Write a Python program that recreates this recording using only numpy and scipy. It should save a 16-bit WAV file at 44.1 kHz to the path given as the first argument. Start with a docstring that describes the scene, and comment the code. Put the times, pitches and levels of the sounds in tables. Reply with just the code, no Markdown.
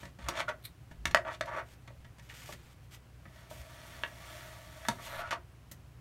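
"""Fingers brush card, then a bone folder clicks and scrapes as it is lifted off a ribbed plastic board.
It is knocked down beside a folded card and drawn along the crease, hissing; the fold snaps once.
The hollow scoring board rings under every knock and scrape, and hands slide on the cardstock.
At the end the folder slips off the card's edge and is laid down.
One microphone close to the table, in a small room with a low rumble and mains hum."""
import sys
import numpy as np
from scipy import signal
from scipy.fft import rfft, irfft
from scipy.io import wavfile
from scipy.ndimage import uniform_filter1d, map_coordinates

SR = 44100
rng = np.random.default_rng(int(sys.argv[2]) if len(sys.argv) > 2 else 0)


def dump(signal):
    """Clip the signal to [-1, 1] and save it as 16-bit WAV at the path in sys.argv[1]."""
    limited = np.clip(np.atleast_2d(signal).T, -1, 1)
    pcm = np.round(limited * 32767).astype(np.int16)
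    wavfile.write(sys.argv[1], SR, pcm)


N = 264952
TAPS = 4096  # filter length in samples
HZ = np.fft.rfftfreq(TAPS, 1 / SR)
TIME = np.arange(N) / SR

# spectrum of the room tone: frequency_hz, relative_db
ROOM_AIR = [(15, -67.5), (25, -30), (49, -11.5), (86, -4.5), (116, -5), (164, -9), (188, -18.5),
            (281, -19.5), (445, -25), (804, -26.5), (871, -33), (945, -27.5), (3090, -34.5), (3440, -37.5),
            (15500, -46.5)]
# mains hum: pitch_hz, level_db
MAINS_HUM = [(61, -60), (120, -60.5)]
# first reflections off the table and things near it: delay_s, relative_gain
REFLECTIONS = [(.0016, 0.11), (.0094, 0.06), (0.0129, 0.22), (0.0256, 0.16)]
# decay of the small room: frequency_hz, t60_s
ROOM_DECAY = [(150, 0.47), (700, 0.2), (2000, 0.15), (6000, 0.13), (15000, 0.12)]
# dense floor of the board's response: frequency_hz, relative_db
BOARD_FLOOR = [(60, -18.5), (150, -16), (300, -10.5), (450, -13), (560, -3.5), (900, -1.5), (1900, -2.5),
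               (3000, -11), (4900, -16), (6000, -16), (9500, -22), (10400, -24.5), (12500, -27.5),
               (16000, -38.5)]
# resonances of the board: pitch_hz, width_hz, above_floor_db
BOARD_RESONANCES = [(206, 53, 5), (359.6, 28, 13.5), (559, 4.5, 12), (630.3, 50, 14.5), (681, 38, 11),
                    (833, 68, 3), (942, 24, 11.5), (1150, 47, 9.5), (1310, 150, 7), (1508, 29, 5),
                    (1700, 22, 3), (1753, 64, 8), (1897, 57, 10), (2106, 130, 4), (2320, 360, 4.5),
                    (2680, 29, 8.5), (3480, 680, 6.5), (4370, 110, 8), (5640, 310, 4), (6570, 320, 4),
                    (8400, 330, -0.5), (9740, 350, 0)]
# the table giving under hand and tool: start_s, peak_db, pitch_hz, rise_s
TABLE_THUMPS = [(0.229, -39.5, 61, 0.019), (0.268, -41, 125.4, 0.0099), (0.287, -48.5, 354, 0.019),
                (0.975, -41, 54.6, 0.027), (1.059, -38, 70, 0.013), (1.149, -44.5, 198, .008),
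                (3.595, -43, 71, 0.014), (4.884, -29.5, 219, 0.0056), (4.888, -40, 128, 0.011)]
# skin and card sliding over each other, and at 5.712 s the card springing back with a bright tick: start_s,
# length_s, end_level_db, swell_db, tilt_db_per_octave
CARD_TOUCHES = [(0, 0.095, -63, -10, -3.5), (.9, 0.024, -56, 7.5, -5), (1.654, 0.085, -60, 11.5, -2.5),
                (1.997, 0.022, -57, 3, -5.5), (2.221, 0.061, -65.5, -3, -2), (2.288, 0.039, -54, 1, -3.5),
                (2.337, 0.2, -52.5, 2, -2), (2.54, 0.19, -64, 2, -3), (2.82, 0.031, -71, 3, -1),
                (2.907, 0.045, -53, 10, -2), (3.498, 0.12, -60, -6, 0), (4.999, 0.074, -47.5, 10.5, -2.5),
                (5.071, 0.13, -55.5, -2, -3.5), (5.712, .006, -47.5, 0, 4.5)]
# hiss of paper fibres under a fingertip: frequency_hz, relative_db
FIBRE_HISS = [(300, -14), (700, -6.5), (1300, -3), (2000, 2), (3000, 1.5), (5000, -3), (6500, -1.5),
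              (9700, -4), (10400, -9), (12500, -2), (15500, -11)]
# a fingernail running along folder or card: start_s, length_s, end_level_db, swell_db
NAIL_ZIPS = [(0.62, 0.0051, -61, 0), (0.637, 0.011, -51, -1), (0.648, 0.0099, -44.5, 3),
             (5.048, 0.164, -56, 0)]
# thin, sharp spectrum of the nail's zip: frequency_hz, relative_db
NAIL_COLOUR = [(400, -41), (1300, -6.5), (2300, -2.5), (2800, -11), (3600, 1), (4080, 5), (4900, -12),
               (7200, -17), (8600, -5.5), (10700, -8), (12300, -3), (15500, -15)]
# the folder skidding flat on the board: start_s, length_s, end_level_db, swell_db
FLAT_SKIDS = [(0.473, 0.012, -38, 16), (5.15, 0.11, -45.5, 17), (5.31, 0.015, -43.5, -9)]
# the folder's edge on the bare board: start_s, length_s, end_level_db, swell_db, bite_db (treble lift)
EDGE_SCRAPES = [(0.191, 0.061, -56, 7, 1), (.259, 0.094, -45.5, 2.5, -7), (.348, 0.061, -35, 15, -1.5),
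                (0.476, 0.018, -32.5, 20, -9.5), (1.241, 0.047, -35, 15, -18.5),
                (1.297, 0.02, -43, 8, -11.5), (1.319, 0.029, -58.5, 6, 10), (1.467, .028, -40.5, 9, -13),
                (1.51, 0.094, -37, 9, -16), (4.983, 0.017, -46, 4, -17), (5.059, 0.16, -45, 6.5, -6),
                (5.213, 0.082, -49.5, 7, -6.5), (5.309, .026, -41, -7, -2.5)]
# knocks of folder and nails, and their tint: start_s, level_db, thud_db, hollow_db, edge_db
BOARD_KNOCKS = [(.03, -55, 30, 3.5, 2), (0.051, -54.5, 25, -7.5, 7), (0.186, -57.5, 30, -2, 1),
                (.2856, -37, 5, -4, 11.5), (0.2877, -39.5, 16, -0.5, -1), (.911, -59.5, 26, -3, 0),
                (1.0545, -30, 14, -16, 2.5), (1.07, -50, 19, -7, 13), (1.1097, -47.5, 25, -8, 7),
                (1.1467, -22.5, 0.5, -4.5, -2), (1.17, -40.5, 7, -6, -3), (1.4094, -35, -1, -0.5, -1.5),
                (1.456, -54.5, 0, -7, 7), (1.875, -52, 19, -10.5, -2), (1.903, -72, 21, 13.5, -5),
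                (2.045, -55, 19, -13, -5.5), (2.182, -66.5, 23, 0, 13.5), (2.193, -57.5, 8, -21, 4),
                (2.2963, -47.5, 7, -39, -7), (2.489, -62.5, 28.5, 20.5, 12), (2.5237, -48, 14, -15, 6),
                (3.2528, -53.5, 24, -9, -27), (3.509, -64, 32, 18, 12), (4.0348, -34, -12, -18, -21),
                (4.8494, -45, -26, -1.5, -9), (4.8845, -34.5, 12.5, 2.5, 12.5), (5.308, -38, -1, -17, 2),
                (5.326, -37.5, -4, -1.5, -9), (5.713, -58, 15, -6.5, 17.5)]
# short ring of the card as the fold gives: pitch_hz, level_db, t60_s
FOLD_RING = [(1700, -29, 0.022), (2730, -24, 0.012), (3100, -35, 0.017)]
# effort of the long stroke down the crease: time_s, level_db
CREASE_EFFORT = [(3.19, -75.5), (3.39, -60.5), (3.47, -64.5), (3.55, -60), (3.9, -55), (4.122, -58),
                 (4.33, -51.5), (4.7, -57.5), (4.858, -55), (5.03, -58.5)]
# rubbing that the crease feeds into the board: frequency_hz, relative_db
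CREASE_RUB = [(100, 15), (400, -0.5), (560, -4), (655, 0.5), (900, -5), (1400, -2), (1800, -0.5),
              (2100, -0.5), (3000, 0), (5000, 5.5), (9000, -4), (16000, 1)]
# hiss that the crease sends straight into the air: frequency_hz, relative_db
CREASE_AIR = [(500, -10), (2000, 3.5), (3500, 3.5), (4400, -6), (4950, -9.5), (5600, 0), (7600, -1),
              (9000, -2), (9700, 1.5), (10400, -7.5), (11400, -0.5), (13000, -5.5), (15500, -7)]


def amp(db):
    """Decibels to gain."""
    return 10 ** (np.asarray(db) / 20)


def unit(x):
    """Scales to an rms of 1."""
    return x / np.sqrt(np.mean(x ** 2) + 1e-20)


def curve(points, hz):
    """Joins (frequency_hz, value) points by lines on a log-frequency axis."""
    point_hz, value = np.transpose(sorted(points))
    return np.interp(np.log(hz + 1), np.log(point_hz + 1), value)


def causal(gain):
    """The impulse response of least delay that has this gain at HZ."""
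    log_gain = np.log(np.maximum(gain, gain.max() * 1e-5))
    mirrored = np.concatenate([log_gain, log_gain[-2:0:-1]])
    return np.fft.ifft(np.exp(np.conj(signal.hilbert(mirrored)))).real


def colour(x, gain):
    """Passes x through a body with this gain; rms 1."""
    return unit(signal.oaconvolve(x, causal(gain))[:len(x)])


def stroke(time_s, level_db):
    """Envelope of one long stroke, silent outside it."""
    return uniform_filter1d(amp(np.interp(TIME, time_s, level_db, left=-200, right=-200)), size=90)


def push(start_s, length_s, end_db, swell_db, release_s, grip_s=0.0044, arch=2.06):
    """Envelope of one sliding move: it takes hold, arches to its end level and lets go."""
    t = np.arange(0, length_s + 8 * release_s, 1 / SR)
    to_go = np.maximum(1 - t / length_s, 0)
    grip = np.minimum(t / grip_s, 1)
    release = np.exp(-np.maximum(t - length_s, 0) / release_s)
    shape = grip * amp(end_db - swell_db * to_go ** arch) * release
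    gain = np.zeros(N)
    span = gain[round(start_s * SR):][:len(t)]
    span += shape[:len(span)]
    return gain


def slips(per_s, spread_db, smooth):
    """Friction: tiny random slips of uneven size over a share of even rubbing noise."""
    size = amp(spread_db * np.minimum(rng.exponential(1, N), 4))
    train = size * rng.choice([-1, 1], N) * (rng.random(N) < per_s / SR)
    return unit(unit(train) + smooth * rng.standard_normal(N))


def wander(x, depth_db, patch_hz, patch_s):
    """As the contact point travels, different bands are favoured for a moment."""
    hz, t, spectra = signal.stft(x, SR, nperseg=512, noverlap=384)
    grid = np.meshgrid(hz / patch_hz, t / patch_s, indexing="ij")
    patches = map_coordinates(rng.standard_normal((128, 256)), grid, order=1, mode="mirror")
    spectra *= amp(depth_db * unit(patches))
    return unit(signal.istft(spectra, SR, nperseg=512, noverlap=384)[1][:N])


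def room_tone(air_db=-56.5, waver_rad=0.093):
    """Rumble and faint hiss all round the microphone, with a slightly wavering mains hum."""
    hz = np.fft.rfftfreq(N, 1 / SR)
    air = unit(irfft(rfft(rng.standard_normal(N)) * amp(curve(ROOM_AIR, hz)), N))
    drift = unit(irfft(rfft(rng.standard_normal(N)) * (hz < 5), N))
    hum = sum(amp(db) * unit(np.sin(2 * np.pi * (pitch_hz * TIME + rng.random()) + waver_rad * drift))
              for pitch_hz, db in MAINS_HUM)
    return amp(air_db) * air + hum


def small_room(x, wet_db=-7.0, build_s=0.0008):
    """At the microphone: direct sound, near reflections and a short tail that dies sooner in the treble."""
    hz, t, spectra = signal.stft(rng.standard_normal(SR // 2), SR, nperseg=256)
    decay = amp(-60 * t / curve(ROOM_DECAY, hz)[:, None])
    tail = signal.istft(spectra * decay, SR, nperseg=256)[1]
    tail *= 1 - np.exp(-np.arange(len(tail)) / SR / build_s)
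    response = amp(wet_db) * tail / np.linalg.norm(tail)
    response[0] = 1
    dull_echo = signal.windows.hann(9) / 4  # cluttered surfaces throw back little treble
    for delay_s, gain in REFLECTIONS:
        response[round(delay_s * SR):][:9] += gain * dull_echo
    return signal.oaconvolve(x, response)[:N]


def table_thumps():
    """Low, heavily damped swings of the table and the board's shell."""
    out = np.zeros(N)
    for start_s, peak_db, pitch_hz, rise_s in TABLE_THUMPS:
        t = np.maximum(TIME - start_s, 0)
        envelope = amp(peak_db) * t / rise_s * np.exp(1 - t / rise_s)
        out += envelope * np.sin(2 * np.pi * pitch_hz * t)
    return out


def card_touches(trim_db=-1):
    """Fingers brush and shift the card: a dry, fine swish, brighter or duller from move to move; once the card
    springs back with a bright tick."""
    friction = slips(per_s=2000, spread_db=2, smooth=0.66)
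    fibre_db = curve(FIBRE_HISS, HZ)
    octaves = np.log2((HZ + 1) / 4000)
    out = np.zeros(N)
    for start_s, length_s, end_db, swell_db, tilt in CARD_TOUCHES:
        gain = push(start_s, length_s, end_db + trim_db, swell_db, release_s=0.009)
        moving = gain > 0
        out[moving] += gain[moving] * colour(friction[moving], amp(fibre_db + tilt * octaves))
    return out


def nail_zips():
    """A fingernail makes a quick run of tiny slips with a narrow ring."""
    zipping = colour(slips(per_s=1000, spread_db=-1, smooth=0.27), amp(curve(NAIL_COLOUR, HZ)))
    return zipping * sum(push(*move, release_s=0.0055) for move in NAIL_ZIPS)


def board_response():
    """Gain of the hollow plastic board: resonances standing on a dense floor."""
    peaks = sum((amp(db) ** 2 - 1) / (1 + (2 * (HZ - pitch_hz) / width_hz) ** 2)
                for pitch_hz, width_hz, db in BOARD_RESONANCES)
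    return amp(curve(BOARD_FLOOR, HZ)) * np.sqrt(np.maximum(1 + peaks, 0.1))


def board_scatter(x, spread_s=0.00198, grain_hz=1078):
    """Bending waves cross the board by many paths, so each band arrives with its own small delay."""
    anchors_hz = np.arange(0, SR / 2, grain_hz)
    delay_s = spread_s * np.interp(HZ, anchors_hz, rng.random(TAPS)[:len(anchors_hz)])
    paths = irfft(np.exp(-2j * np.pi * np.cumsum(delay_s) * HZ[1]))[:TAPS // 2]
    return signal.fftconvolve(x, paths)[:len(x)]


def folder_skids(pitch_hz=1420, width_hz=260):
    """Sliding on its flat side, the folder stutters and sings close to one pitch."""
    resonance = 1 / (1 + (2 * (HZ - pitch_hz) / width_hz) ** 2)
    song = colour(slips(per_s=460, spread_db=-2.0, smooth=0.16), resonance)
    return song * sum(push(*move, release_s=0.02) for move in FLAT_SKIDS)


def folder_scrapes(grind_hz=1400, rasp_hz=2400, grind_per_bite=0.29, usual_bite_db=-14):
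    """The folder's edge stutters over the ribs: the board groans; a sharper bite adds grind, then rasp."""
    friction = slips(per_s=1100, spread_db=-2, smooth=0.39)
    board = board_response()
    below_grind, below_rasp = (1 / (1 + (HZ / hz) ** 10) for hz in (grind_hz, rasp_hz))  # power shares
    groan = colour(friction, board * np.sqrt(below_grind))
    grind = colour(friction, board * np.sqrt((1 - below_grind) * below_rasp))
    rasp = colour(friction, board * np.sqrt(1 - below_rasp))
    rasp = wander(rasp, depth_db=1.0, patch_hz=443, patch_s=0.13)
    out = np.zeros(N)
    for start_s, length_s, end_db, swell_db, bite_db in EDGE_SCRAPES:
        body = amp(-3) * groan + amp(-5 + grind_per_bite * (bite_db - usual_bite_db)) * grind
        out += body * push(start_s, length_s, end_db, swell_db, release_s=0.0098)
        # the rasp builds later and dies sooner
        out += rasp * push(start_s, length_s, end_db + bite_db - 3, swell_db + 3, release_s=0.007)
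    return out


def board_knocks(chatter_s=0.0043, firm_db=-29.5, firm_looseness=0.48, looseness_per_db=0.022):
    """Each blow rings the board, coloured by where it lands; a light, loose contact chatters more."""
    board = board_response()
    middle = (HZ > 1200) & (HZ < 3500)
    board /= np.sqrt(np.sum(board[middle] ** 2) / len(HZ))
    blow = np.sqrt(0.015 * SR)  # a knock's level is its mid-band rms over 15 ms
    t = np.arange(TAPS) / SR
    out = np.zeros(N + 2 * TAPS)
    for start_s, level_db, thud_db, hollow_db, edge_db in BOARD_KNOCKS:
        tint_db = curve([(181, thud_db), (650, hollow_db), (2050, 0), (7900, edge_db)], HZ)
        ring = causal(board * amp(level_db + tint_db))
        looseness = np.clip(firm_looseness + looseness_per_db * (firm_db - level_db), 0, 1)
        chatter = rng.standard_normal(TAPS) * np.sqrt(t) * np.exp(-t / (chatter_s * looseness))
        contact = np.sqrt(looseness) * chatter / np.linalg.norm(chatter)
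        contact[0] = np.sqrt(1 - looseness)  # the clean first strike
        knock = blow * board_scatter(signal.fftconvolve(contact, ring))
        out[round(start_s * SR):][:len(knock)] += knock
    return amp(0) * out[:N]


def fold_snap(start_s=4.036):
    """The stiff fold buckles once under the folder and the card rings briefly."""
    t = np.maximum(TIME - start_s, 0)
    return sum(amp(db - 60 * t / t60_s) * np.sin(2 * np.pi * hz * t) for hz, db, t60_s in FOLD_RING)


def crease_stroke(usual_hiss_db=-60, usual_effort_db=-55.0, hiss_per_effort=1.13):
    """Smooth bone on card: fibre slips hiss in the air and murmur in the board, following the effort."""
    time_s, effort_db = np.transpose(CREASE_EFFORT)
    through_board = board_response() * amp(curve(CREASE_RUB, HZ))
    murmur = colour(slips(per_s=5400, spread_db=4, smooth=0.43), through_board)
    hiss = colour(slips(per_s=6000, spread_db=3.5, smooth=0.53), amp(curve(CREASE_AIR, HZ)))
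    hiss = wander(hiss, depth_db=0.5, patch_hz=373, patch_s=0.14)
    hiss_db = usual_hiss_db + hiss_per_effort * (effort_db - usual_effort_db)
    return murmur * stroke(time_s, effort_db) + hiss * stroke(time_s, hiss_db)


def scene():
    """The work on the table, heard from close by through one microphone, over the room tone."""
    folder = board_knocks() + folder_scrapes() + folder_skids() + crease_stroke() + fold_snap()
    hands = card_touches() + nail_zips()
    return (small_room(folder + hands) + table_thumps() + room_tone())[None]


def record(dry, cutoff_hz=15850):
    """A steep treble cut on the microphone's signal."""
    lowpass = signal.firwin(511, cutoff_hz, window=("kaiser", 9), fs=SR)
    return signal.oaconvolve(dry, lowpass[None], "same")


dry = scene()
out = record(dry)
dump(out)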